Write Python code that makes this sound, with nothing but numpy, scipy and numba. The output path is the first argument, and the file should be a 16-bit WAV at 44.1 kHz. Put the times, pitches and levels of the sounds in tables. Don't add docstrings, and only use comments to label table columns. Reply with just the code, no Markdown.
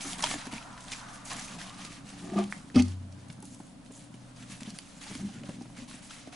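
import sys
import numpy as np
from scipy import signal
from scipy.fft import rfft, irfft, next_fast_len
from scipy.io import wavfile
from scipy.ndimage import uniform_filter1d
from numba import njit

SR = 44100
rng = np.random.default_rng(int(sys.argv[2]) if len(sys.argv) > 2 else 0)


def digitize_waveform(pressure):
    field = np.atleast_2d(pressure).T
    bounded = np.clip(field, -1, 1)
    quanta = np.round(bounded * 32767).astype(np.int16)
    wavfile.write(sys.argv[1], SR, quanta)


def linear_from_db(decibels):
    return 10 ** (np.asarray(decibels, float) / 20)


N = 280343
HUSH = rng.standard_normal(N)

# time in seconds, level in dB.
BUSTLE = [(0.0, -43.5), (0.5, -50), (.9, -49.5), (1.3, -49), (1.65, -51), (1.8, -54), (1.95, -56),
          (2.15, -56.5), (2.7, -59), (3.5, -65), (4.3, -60.5), (4.7, -62), (5.1, -58), (5.4, -63),
          (5.6, -67), (5.9, -59), (6.36, -69)]
# start in seconds, length in seconds, rustle in dB, tissue brightness in dB.
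BOUTS = [(0.0, 0.13, -43.5, 2.5), (0.176, 0.013, -45.5, 3.5), (0.218, 0.055, -37.5, -4.5),
         (0.282, 0.045, -39.5, -0.5), (0.373, 0.043, -46, -5), (0.448, 0.018, -49, -3),
         (0.506, 0.059, -48, -4), (0.775, 0.25, -56, 3), (0.87, 0.043, -51.5, -4), (1.075, 0.027, -62, 5.5),
         (1.125, 0.03, -57, 5), (0.908, 0.015, -49, 3.5), (0.955, 0.041, -58, 5), (1.244, 0.063, -51, 6),
         (1.294, 0.032, -41.5, -3), (1.352, 0.097, -46, -0.5), (1.469, 0.076, -50, -1),
         (1.579, 0.045, -46, -4), (1.65, 0.12, -53.5, -3.5), (1.769, 0.091, -48.5, -2.5),
         (1.887, 0.094, -53.5, -2.5), (2.038, 0.44, -52.5, -1.5), (2.363, 0.037, -46, -7.5),
         (2.491, 0.091, -57, 2.5), (2.838, 0.072, -57.5, -2.5), (3.437, .04, -64.5, 8.5),
         (3.497, 0.043, -63, 6), (3.576, 0.12, -75.5, 15.5), (3.276, 0.055, -66, 4.5), (3.11, .04, -69, -1),
         (3.17, .09, -69.5, 1), (3.845, .04, -71, 6), (4.098, 0.21, -66.5, 2.5), (2.607, 0.11, -67, 4),
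         (6.213, 0.072, -58.5, -3), (5.97, 0.037, -62, 1), (3.908, 0.081, -65, 12.5),
         (3.991, 0.051, -61.5, 2), (4.345, 0.25, -56.5, -1), (4.493, 0.059, -54.5, 2.5),
         (4.598, 0.021, -56.5, 2.5), (4.642, 0.059, -52.5, -1.5), (4.735, 0.037, -55.5, 1.5),
         (4.805, 0.18, -58.5, 1), (4.999, 0.21, -49.5, 0.5), (5.236, 0.16, -55.5, -4),
         (5.439, .11, -55, -1.5), (5.579, 0.17, -63, 0), (5.755, 0.074, -53, -1.5),
         (5.87, 0.088, -52.5, 0.5), (6.015, 0.057, -57, 3), (6.082, 0.11, -51, -1.5),
         (6.316, .06, -49.5, -5.5)]
# time in seconds, level in dB.
PATTER = [(0.0, -50), (.35, -42.5), (.44, -61), (.53, -51.5), (.7, -54.5), (1.25, -56), (1.32, -48),
          (2.1, -52), (2.32, -39.5), (2.5, -49.5), (3.55, -53.5), (3.92, -53.5), (4.33, -58.5),
          (4.4, -49.5), (4.98, -56.5), (5.15, -44.5), (5.9, -52), (6.1, -57.5)]
# pitch in Hz, level in dB, 60 dB decay in seconds.
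BOARD_MODES = [(179, 5.5, 0.058), (195, 10.5, 0.091), (245, 7, 0.14), (279.2, 2, 0.23), (351, -13, 0.07)]
# pitch in Hz, density in dB per Hz.
HISS_COLOUR = [(41, -44), (70, -11.5), (217, -5), (286, -1.5), (362, -29), (555, -12),
               (1360, -27), (3500, -28.5), (7400, -32.5), (10000, -30.5), (11000, -37.5)]

# start in seconds, peak in dB, pitch in Hz, hiss share from 0 to 1.
SNAPS = [(0.1315, -33, 3700, 1), (0.2044, -28.5, 1970, 1), (0.2236, -19, 5800, 1), (0.2385, -14, 3180, 0),
         (0.2607, -26, 3440, 0.4), (0.31, -25.5, 2180, 0.6), (0.321, -35, 1830, 1),
         (0.3398, -24.5, 1720, 1), (0.468, -36, 1800, 0.4), (0.5265, -34, 1860, 1),
         (0.5355, -34, 2370, 0.8), (0.6252, -39.5, 2600, 0.1), (0.7764, -35, 1500, 0.2),
         (0.8053, -39, 6460, 0.5), (0.9175, -26, 3570, 0.9), (0.925, -29, 2400, 0.9),
         (0.9331, -27.5, 2370, 0.2), (1.252, -34, 7570, 0.8), (1.3061, -31, 2330, 0.7),
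         (1.3304, -27, 7630, 0.7), (1.3931, -28, 5930, 0.8), (1.6134, -31, 1820, 1),
         (1.6939, -37.5, 3740, 0.4), (1.742, -42, 3980, 0.3), (1.848, -30, 5000, 0.9)]
CRINKLES = [(2.4382, -34.5, 3205, 1), (2.7595, -44, 5340, 0), (2.8209, -27.5, 4500, 0.1),
            (2.8805, -39, 5000, 0), (2.8805, -42, 6700, 0), (3.283, -47, 6500, .3), (4.04, -44, 9000, .5),
            (6.108, -35.5, 1580, .6), (6.136, -42, 4940, .6), (2.9196, -42, 3100, 1),
            (3.123, -45.5, 5460, 0.5), (3.2997, -39, 2250, 0.4), (3.325, -40.5, 9100, .5),
            (3.402, -44, 9900, .3), (3.424, -35, 10160, 1), (3.452, -37.5, 10000, 0.4),
            (3.545, -39.5, 7770, .6), (3.86, -45, 3130, 1), (4.14, -45, 3000, 0.9),
            (4.3627, -45, 4700, 0.3), (4.4236, -40.5, 2680, 0.2), (4.52, -37, 2680, 0.3),
            (4.6048, -38, 2570, 1), (4.6315, -38, 6000, .9), (4.7026, -33.5, 4650, 0),
            (4.7875, -35, 3000, 0.46), (5.0129, -41, 3320, 0.5), (5.0352, -38, 4530, 0.3),
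            (5.1504, -30, 3270, 0.7), (5.433, -44, 2470, 0), (5.62, -42, 5320, 0.7),
            (5.7727, -51, 2410, 0.7), (6.326, -44, 2550, 0.5)]
# start in seconds, peak in dB, pitch in Hz, decay in seconds, hiss share from 0 to 1.
TICKS = [(.239, -29.5, 622, 0.058, 0.5), (.339, -28.5, 680, 0.017, 0), (2.5245, -20.5, 1800, 0.0022, 0.2),
         (2.5247, -24, 2250, 0.0026, 0), (4.7865, -33.5, 4740, 0.0052, 0.5),
         (4.7865, -27, 9800, 0.0025, 0.9), (4.517, -43, 2630, 0.1, 0.8), (3.427, -45.5, 840, 0.069, 0),
         (3.601, -39.5, 815, 0.023, 0.6), (5.436, -40, 560, 0.037, 0), (5.490, -36.5, 590, 0.017, 0.8),
         (5.609, -43, 785, 0.068, 0.3), (6.273, -36.5, 620, 0.012, 0.76), (6.33, -42.5, 705, 0.041, 0.3)]
# start in seconds, peak in dB, pitch in Hz, decay in seconds.
STEPS = [(0.051, -33, 277.5, 0.079), (0.237, -20.5, 950, 0.02), (0.338, -33, 248, 0.065),
         (0.468, -32.5, 260, 0.041), (0.529, -31.5, 227, 0.056), (1.304, -35, 1056, 0.1),
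         (1.846, -37, 186, 0.037), (2.565, -38, 183, 0.082), (3.18, -44, 241, 0.065),
         (3.294, -38.5, 167, 0.078), (3.429, -43, 177, 0.04), (3.601, -34, 190, 0.047),
         (3.905, -39.5, 262, 0.027), (4.14, -39.5, 257, 0.036), (4.617, -31, 220, 0.024),
         (4.673, -32, 206, 0.066), (5.106, -34.5, 210, 0.057), (5.407, -35.5, 204, 0.14),
         (5.434, -38, 248, 0.024), (5.489, -27, 207, 0.03), (5.609, -32.5, 245, 0.057),
         (5.656, -38, 203, 0.035), (5.782, -38.5, 245, 0.096), (6.273, -38.5, 287, 0.07)]
CRACKLES = [(2.7465, -42, 4500, .01), (2.758, -26, 4800, .02), (2.763, -29, 4700, .015),
            (2.758, -32, 2100, .015), (2.779, -38, 5900, .015), (2.7905, -28, 2560, .02),
            (2.7952, -27, 2600, .03), (2.796, -31, 6100, 0.022), (2.803, -32, 2800, .02),
            (2.3, -38, 1600, .004), (2.7, -39, 1700, .008), (0.58, -31, 2400, .01),
            (4.631, -40, 11000, .004), (4.7022, -34, 5000, .006), (5.434, -41, 3000, .012),
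            (5.385, -46, 2550, .015), (5.655, -44, 860, .012), (5.70, -47, 800, .012),
            (6.325, -40, 970, .01), (.008, -29, 3200, .01), (.131, -27, 3600, .007),
            (.1312, -29, 7500, .007), (.206, -31, 8000, .006), (.931, -30, 5000, .02),
            (4.6595, -43, 3100, .1)]
PRICKS = [(.193, -28.5, 1100, 0.015), (.312, -22, 800, 0.0093), (.454, -38, 750, .01),
          (.469, -30.5, 890, 0.013), (.526, -30, 2820, 0.0045), (.537, -31, 7100, 0.0034),
          (.728, -42, 3200, .006), (.84, -38, 5530, .006), (.883, -33, 3480, 0.0042),
          (1.086, -36.5, 2000, 0.0074), (1.158, -42, 4000, .008), (1.365, -31, 5500, .008),
          (1.411, -31, 7500, .006), (1.481, -35, 9500, 0.0045), (1.524, -33, 2500, .004),
          (1.695, -43, 4500, 0.0066), (2.388, -30, 2180, .008), (5.151, -35, 1500, 0.0068),
          (.323, -27, 9300, .006), (.29, -31, 1300, .008), (.269, -29, 1500, 0.01),
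          (3.848, -46, 8000, .005), (4.566, -42, 8500, .006), (4.606, -38, 8150, .008),
          (4.6315, -31, 3000, 0.0044), (4.787, -31.5, 2700, 0.0064), (4.807, -43, 9500, .005),
          (5.752, -44, 1300, .006), (5.771, -37.5, 1210, .008), (5.911, -37, 1400, .01),
          (6.165, -40, 1200, .01)]
FACETS = [(2.232, -37, 214, .08), (2.29, -35, 192, 0.088), (2.29, -44, 670, .05), (2.333, -34, 700, 0.07),
          (2.357, -30, 335, 0.053), (2.383, -22, 685, 0.038), (2.376, -31, 1170, 0.056),
          (2.389, -27, 364, 0.15), (5.9, -41, 265, 0.071), (5.94, -39, 253, .04), (2.76, -30, 1230, .07),
          (5.1, -44, 320, .08), (2.235, -42, 370, 0.18), (2.32, -45, 387, .06), (2.415, -39, 800, .08),
          (5.19, -46, 650, .03), (5.285, -46, 793, .04), (1.4, -45, 750, .06), (.233, -30.5, 787, 0.012),
          (.345, -33, 290, 0.1), (5.2, -41, 233, 0.034), (4.733, -40, 187, 0.035), (5.5, -44.5, 520, .03),
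          (5.152, -33, 266, 0.043), (5.352, -37, 212, 0.062), (5, -47, 250, 0.019),
          (5.818, -38.5, 240, 0.08), (5.062, -46, 860, 0.036), (5.938, -53, 530, 0.023),
          (5.695, -54, 716, 0.026)]
# start in seconds, length in seconds, pitch in Hz, level in dB.
HOLLOWS = [(0.399, 0.32, 930, -55.5), (.5, 0.32, 1375, -58.5), (0.619, 0.45, 1000, -57.5),
           (.98, .22, 1500, -57.5), (1.12, 0.15, 1200, -58), (1.3, .07, 724, -48), (1.36, .22, 1210, -56),
           (1.62, 0.16, 1090, -57), (1.679, 0.34, 1203, -58), (5.33, .08, 1450, -64), (1.5, 0.15, 184, -51),
           (5.1, .3, 95, -56)]

# time in seconds, level in dB.
GRIND = [
    (2.17, -78),
    (2.23, -51),
    (2.29, -50.5),
    (2.34, -46),
    (2.365, -36.5),
    (2.388, -36),
    (2.405, -40),
    (2.44, -71),
    (2.48, -73),
]
# time in seconds, blow in dB, contact in milliseconds.
ROLL = [
    (2.318, -21.5, 2),
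    (2.358, -15.5, 1.8),
    (2.368, -26, 1.1),
    (2.379, -27, 0.61),
    (2.388, -27, 1.4),
]
# time in seconds, blow in dB, contact in milliseconds.
DROP = [
    (2.7438, -25, 1.58),
    (2.7529, -12.3, 2.34),
    (2.7591, -3.6, 2.09),
    (2.7628, -14.4, 2.34),
    (2.7687, -16, .44),
    (2.7752, -19.6, .42),
    (2.796, -16.1, 1.3),
]
# time in seconds, level in dB.
RATTLE = [
    (2.741, -64),
    (2.748, -43),
    (2.753, -45),
    (2.760, -35),
    (2.772, -44),
    (2.797, -35.5),
    (2.812, -43),
    (2.835, -72),
    (2.94, -69),
]
# time in seconds, push in dB, contact in milliseconds.
SHOVE = [
    (5.196, -24, 4.7),
    (5.213, -26.5, 3),
    (5.233, -24, 2.5),
    (5.248, -26, 3),
    (5.285, -31, 2),
]
# pitch in Hz, level in dB, 60 dB decay in seconds.
GRIND_MODES = [(367, -5.5, 0.08), (690, -6, 0.06), (813, -7.5, 0.05), (890, -14, 0.055), (1193, -7, 0.037)]
ROLL_MODES = [(202, -5, 0.34), (305, -5.5, 0.062), (348, -14, 0.1), (696, -16, 0.052), (780, -32, 0.092),
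              (1180, -3.5, 0.12)]
DROP_MODES = [(91.92, -11.1, 1.05), (179.7, -13.5, .09), (198.9, -20.5, .35), (246.6, 0, .171),
              (271.3, -7.9, .139), (325.9, -2.9, .021), (362.7, -21.2, .24), (602, -15, 0.07),
              (788, -17, .09), (1225, -24, 0.08)]
RATTLE_MODES = [(803, 6, 0.018), (1210, -28, .05), (1800, -13, 0.037), (2137, -9, 0.1), (2630, -3, 0.042),
                (3130, -4, 0.022), (3350, -4, 0.023), (4200, -13, 0.0098), (4650, 1, 0.0069),
                (5230, 1, 0.0082), (5780, -1, 0.011), (6230, -4, 0.01), (8500, -14, 0.0071),
                (9100, -5, 0.0039)]
SHOVE_MODES = [(204, 0, 0.14), (257, -7, 0.083), (321, -8, 0.059)]

HUM_HZ, HUM_DB = 122.2, -59
SECOND_MOTOR_S, BEAT_HZ, BEAT_NULL_S = 2.5, 0.846, 3.74
RUMBLE_DB, RUMBLE_FOLLOWS = -57, 0.49
HISS_DB = -54
WHINE_HZ, WHINE_WIDTH_HZ, WHINE_DB, WHINE_WAVER_DB = 9160, 53, -82, 5
BOUT_ATTACK_S, BOUT_ATTACK_SHARE = 0.0062, 0.1
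BOUT_SAG_DB_PER_S, BOUT_RELEASE_DB_PER_S = 8.5, 205
IDLE_RUSTLE_DB, IDLE_BRIGHT_DB, SHEET_IN_BOUT_DB = -11, -11.5, -4.5
SNAP_T60_S, CRINKLE_T60_S, STEP_HISS = 0.019, 0.021, 0.082
SPLASH_S = 0.024
HOLLOW_WIDTH_HZ, HOLLOW_FLUTTER_DB = 15, 2
ROOM_T60_S, ROOM_DB = 0.22, -12.5
TOP_HZ = 10950


def unit(x):
    return x / np.sqrt(np.mean(x ** 2))


def level_curve(table):
    s, db = np.transpose(table)
    return np.interp(np.arange(N) / SR, s, db)


def decay(t, t60):
    return np.exp(-np.log(1000) * t / t60)


def band(x, lo_hz, hi_hz, order=2):
    sos = signal.butter(order, [lo_hz, hi_hz], "band", fs=SR, output="sos")
    return signal.sosfilt(sos, x + 1e-18 * HUSH[:x.shape[-1]])


def ring(x, hz, t60):
    pole = np.exp(2j * np.pi * hz / SR) * decay(1 / SR, t60)
    return signal.lfilter([0, pole.imag], [1, -2 * pole.real, abs(pole) ** 2], x)


def clicks(rate, spread_db, size=N):
    when, strength, sign = rng.random((3, size))
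    return (when < rate / SR) * linear_from_db(-spread_db * np.log(strength + 1e-4)) * np.sign(sign - 0.5)


def walk(rate):
    k = int(SR / rate)
    held = np.repeat(rng.standard_normal(N // k + 1), k)
    return 0.87 * uniform_filter1d(uniform_filter1d(held, k), k)[:N]


def pan(x, db):
    return x * linear_from_db(np.array([[db], [-db]]) / 2)


def spread(mid, side):
    return mid + side * np.array([[1], [-1]])


def placed(x, s):
    return np.pad(x, (int(s * SR), N))[:N]


def room(x):
    t = np.arange(int(0.4 * SR)) / SR
    tail = rng.standard_normal((2, len(t))) * decay(t, ROOM_T60_S) * (t > 0.003)
    tail = band(tail, 330, 10600)
    tail = tail / np.sqrt((tail ** 2).sum(1, keepdims=True))
    return linear_from_db(ROOM_DB) * signal.fftconvolve(x, tail, axes=1)[:, :N]


def hum_and_rumble():
    t = np.arange(N) / SR
    phase = 2 * np.pi * np.cumsum(HUM_HZ + 1.52 * walk(8.1)) / SR
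    second_gain = np.clip((t - SECOND_MOTOR_S) / 0.34, 0, 0.85)
    second = second_gain * np.sin(phase + 2 * np.pi * BEAT_HZ * (t - BEAT_NULL_S))
    hum = np.sqrt(2) * (np.sin(phase) - second) * linear_from_db(HUM_DB + 0.68 * walk(2.94))
    both, apart = unit(band(rng.standard_normal((2, N)), 24, 52))
    rumble_db = RUMBLE_DB + RUMBLE_FOLLOWS * (level_curve(BUSTLE) - BUSTLE[0][1])
    return pan(hum + spread(both, 0.13 * apart) * linear_from_db(rumble_db), 0.73)


def hiss():
    hz, db = np.transpose(HISS_COLOUR)
    size = next_fast_len(N)
    colour = linear_from_db(np.interp(np.log(np.fft.rfftfreq(size, 1 / SR) + 1), np.log(hz), db))
    mid, side = (irfft(rfft(rng.standard_normal(size)) * colour, size)[:N] for _ in range(2))
    side = 0.5 * band(side, 350, 5500, order=1) + 0.43 * side
    return unit(spread(mid, side)) * linear_from_db(HISS_DB)


def whine():
    noise = band(rng.standard_normal(N), WHINE_HZ - WHINE_WIDTH_HZ, WHINE_HZ + WHINE_WIDTH_HZ, order=1)
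    return unit(noise) * linear_from_db(WHINE_DB + WHINE_WAVER_DB * walk(8.1))


def bouts():
    power = np.zeros((2, N))
    for s, length, db, bright_db in BOUTS:
        i = int(s * SR)
        t = np.arange(min(SR // 2, N - i)) / SR
        attack = np.minimum(t / (BOUT_ATTACK_S + BOUT_ATTACK_SHARE * length), 1)
        db = db - BOUT_SAG_DB_PER_S * t - BOUT_RELEASE_DB_PER_S * np.maximum(t - length, 0)
        power[:, i:i + SR // 2] += (attack * linear_from_db(db + np.array([[0], [bright_db]]))) ** 2
    return np.sqrt(power)


@njit
def grains(start, stop, turn, fade, first, out):
    out = out.copy()
    for k in range(len(start)):
        old, new = 0., first[k]
        for i in range(start[k], stop[k]):
            out[i] += new
            old, new = new, turn[k] * new - fade[k] * old
    return out


def swarm(lo_hz, hi_hz, rate, spread_db, cycles):
    when, place, size, ringing, pocket = rng.random((int(rate * N / SR), 5)).T
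    pockets = rng.random((3, 200))
    centre = pockets[(pocket * 3).astype(int), (when * 150 + pocket * 3).astype(int)]
    place = np.where(ringing > 0.5, centre + 0.011 * (place - 0.5), place)
    hz = lo_hz * (hi_hz / lo_hz) ** place
    samples = cycles * (0.29 + ringing) / hz * SR
    radius, angle = decay(1, samples), 2 * np.pi * hz / SR
    start = (when * N).astype(np.int64)
    stop = np.minimum(start + samples.astype(np.int64), N)
    first = linear_from_db(-spread_db * np.log(size + 0.027)) * np.sin(angle)
    snaps = grains(start, stop, 2 * radius * np.cos(angle), radius ** 2, first, np.zeros(N))
    return unit(snaps + 0.6 * snaps[::-1])


def paper():
    idle = linear_from_db(level_curve(BUSTLE) + 1.5 * walk(6.77))
    plain_bout, bright_bout = bouts()
    paw = linear_from_db(1.7 * walk(45))
    plain = np.hypot(plain_bout, idle * linear_from_db(IDLE_RUSTLE_DB))
    bright = np.hypot(bright_bout, idle * linear_from_db(IDLE_BRIGHT_DB))
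    sheet = np.hypot(plain_bout * linear_from_db(SHEET_IN_BOUT_DB), idle)
    folds = signal.lfilter([1], [1, -0.97], np.abs(clicks(120, 3))) * rng.standard_normal(N)
    # low and high edge in Hz, gain, level in dB, side level in dB, creases per second, cycles.
    layers = ((1582, 3180, plain * paw, -8, -4.5, 1200, 46),
              (3000, 6460, plain ** 0.7 * bright ** 0.3 * paw, -5, -6, 1400, 11.5),
              (5894, 15000, bright * paw, -4.5, -6, 2200, 77),
              (655.5, 1626, sheet, -7.2, -1.5, 920, 42))
    out = 0
    for lo_hz, hi_hz, gain, db, apart_db, rate, cycles in layers:
        mid, side = unit(band(rng.standard_normal((2, N)), lo_hz, hi_hz)) * linear_from_db(3 * walk(30))
        mid = mid + swarm(lo_hz, min(hi_hz, 11500), rate, 5.55, cycles)
        mid = mid + linear_from_db(-12.5) * unit(band(folds, lo_hz, hi_hz))
        out = out + gain * linear_from_db(db) * spread(mid, linear_from_db(apart_db) * side)
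    return pan(out, -0.17)


def patter():
    taps = band(clicks(500, 2.24), 118, 383, order=1)
    board = sum(linear_from_db(db) * ring(taps, hz, t60) for hz, db, t60 in BOARD_MODES)
    return pan(unit(board) * linear_from_db(level_curve(PATTER)), 0.88)


def bursts(table, width, tone, rise_s, pan_db):
    out, t = np.zeros(N + 6000), np.arange(6000) / SR
    for row, noise in zip(table, rng.standard_normal((len(table), 6000))):
        s, db, hz, t60, hiss_share = row
        fade = decay(t, t60) * (1 - np.exp(-t / rise_s)) ** 2
        near = unit(band(noise, hz / (1 + width), hz * (1 + width), order=1))
        splash = hiss_share * noise * np.exp(-t / SPLASH_S)
        x = fade * (tone * np.sin(2 * np.pi * hz * t) + near + splash)
        i = int(s * SR)
        out[i:i + 6000] += x * linear_from_db(db) / np.abs(x).max()
    return pan(out[:N], pan_db)


def crackles():
    return bursts([(*row, 0.2) for row in CRACKLES], 0.2, 1.4, 0.0008, -1.5)


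def steps():
    return bursts([(*row, STEP_HISS) for row in STEPS], 0.05, 1.5, 0.0031, 0.36)


def creases():
    snaps = [(s, db, hz, SNAP_T60_S, hiss_share) for s, db, hz, hiss_share in SNAPS]
    crinkles = [(s, db, hz, CRINKLE_T60_S, hiss_share) for s, db, hz, hiss_share in CRINKLES]
    return bursts(snaps + crinkles, 0.66, 1, 0.00086, -0.65)


def knocks_and_pricks():
    facets = bursts([(*row, 0.02) for row in FACETS], 0.066, 2.9, 0.0044, 1)
    return facets + bursts([(*row, 0.8) for row in PRICKS], 0.61, 0.97, 0.00067, -0.6)


def claw_ticks():
    return bursts(TICKS, 0.53, 4.2, 0.00081, -2.3)


def hollows():
    out, t = np.zeros(N), np.arange(SR // 2) / SR
    for (s, length, hz, db), noise in zip(HOLLOWS, rng.standard_normal((len(HOLLOWS), SR // 2))):
        swell = np.sin(np.pi * np.clip(t / length, 0, 1)) ** 0.5
        tone = unit(band(noise, hz - HOLLOW_WIDTH_HZ, hz + HOLLOW_WIDTH_HZ, order=1))
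        i = int(s * SR)
        out[i:i + SR // 2] += linear_from_db(db) * swell * tone
    return out * linear_from_db(HOLLOW_FLUTTER_DB * walk(25))


def scrape(curve, modes, rate, grit_db):
    s, level_db = np.transpose(curve)
    catches = clicks(rate, 2.8, size=SR // 2)
    gain = linear_from_db(np.interp(s[0] + np.arange(SR // 2) / SR, s, level_db, right=-120))
    body = 0
    for hz, db, t60 in modes:
        body = body + linear_from_db(db) * ring(band(catches, hz / 1.07, hz * 1.02, order=1), hz, t60)
    grit = unit(band(catches, modes[0][0], max(0.65 * modes[-1][0], 3500)))
    return placed((unit(body) + linear_from_db(grit_db) * grit) * gain, s[0])


def knocks(blows, modes):
    force, first = np.zeros(SR + SR // 2), blows[0][0]
    for s, db, ms in blows:
        i = int((s - first) * SR)
        push = np.sin(np.pi * np.clip(np.arange(200) / SR * 1000 / ms, 0, 1)) ** 2
        force[i:i + 200] += linear_from_db(db) * push / push.sum()
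    out = 0
    for hz, db, t60 in modes:
        out = out + linear_from_db(db) * ring(band(force, hz / 1.027, hz * 1.29, order=1), hz, t60)
    return placed(out, first)


def nut_and_board():
    board = scrape(GRIND, GRIND_MODES, 1210, -19) + knocks(ROLL, ROLL_MODES)
    board = board - knocks(DROP, DROP_MODES) + knocks(SHOVE, SHOVE_MODES)
    return pan(board, 1.1) + pan(scrape(RATTLE, RATTLE_MODES, 6000, -2.8), -4.5)


def scene():
    background = hum_and_rumble() + hiss() + whine()
    soft = paper() + patter() + crackles() + hollows()
    sharp = steps() + creases() + claw_ticks() + nut_and_board()
    near = knocks_and_pricks()
    return background + soft + sharp + room(sharp) + near + room(near)


def top_cut(x):
    return signal.sosfilt(signal.butter(12, 12360, fs=SR, output="sos"), x)


def record(dry):
    steep = signal.ellip(10, 0.3, 75, TOP_HZ, fs=SR, output="sos")
    mix = signal.sosfilt(steep, dry)
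    return top_cut(mix)


dry = scene()
out = record(dry)
digitize_waveform(out)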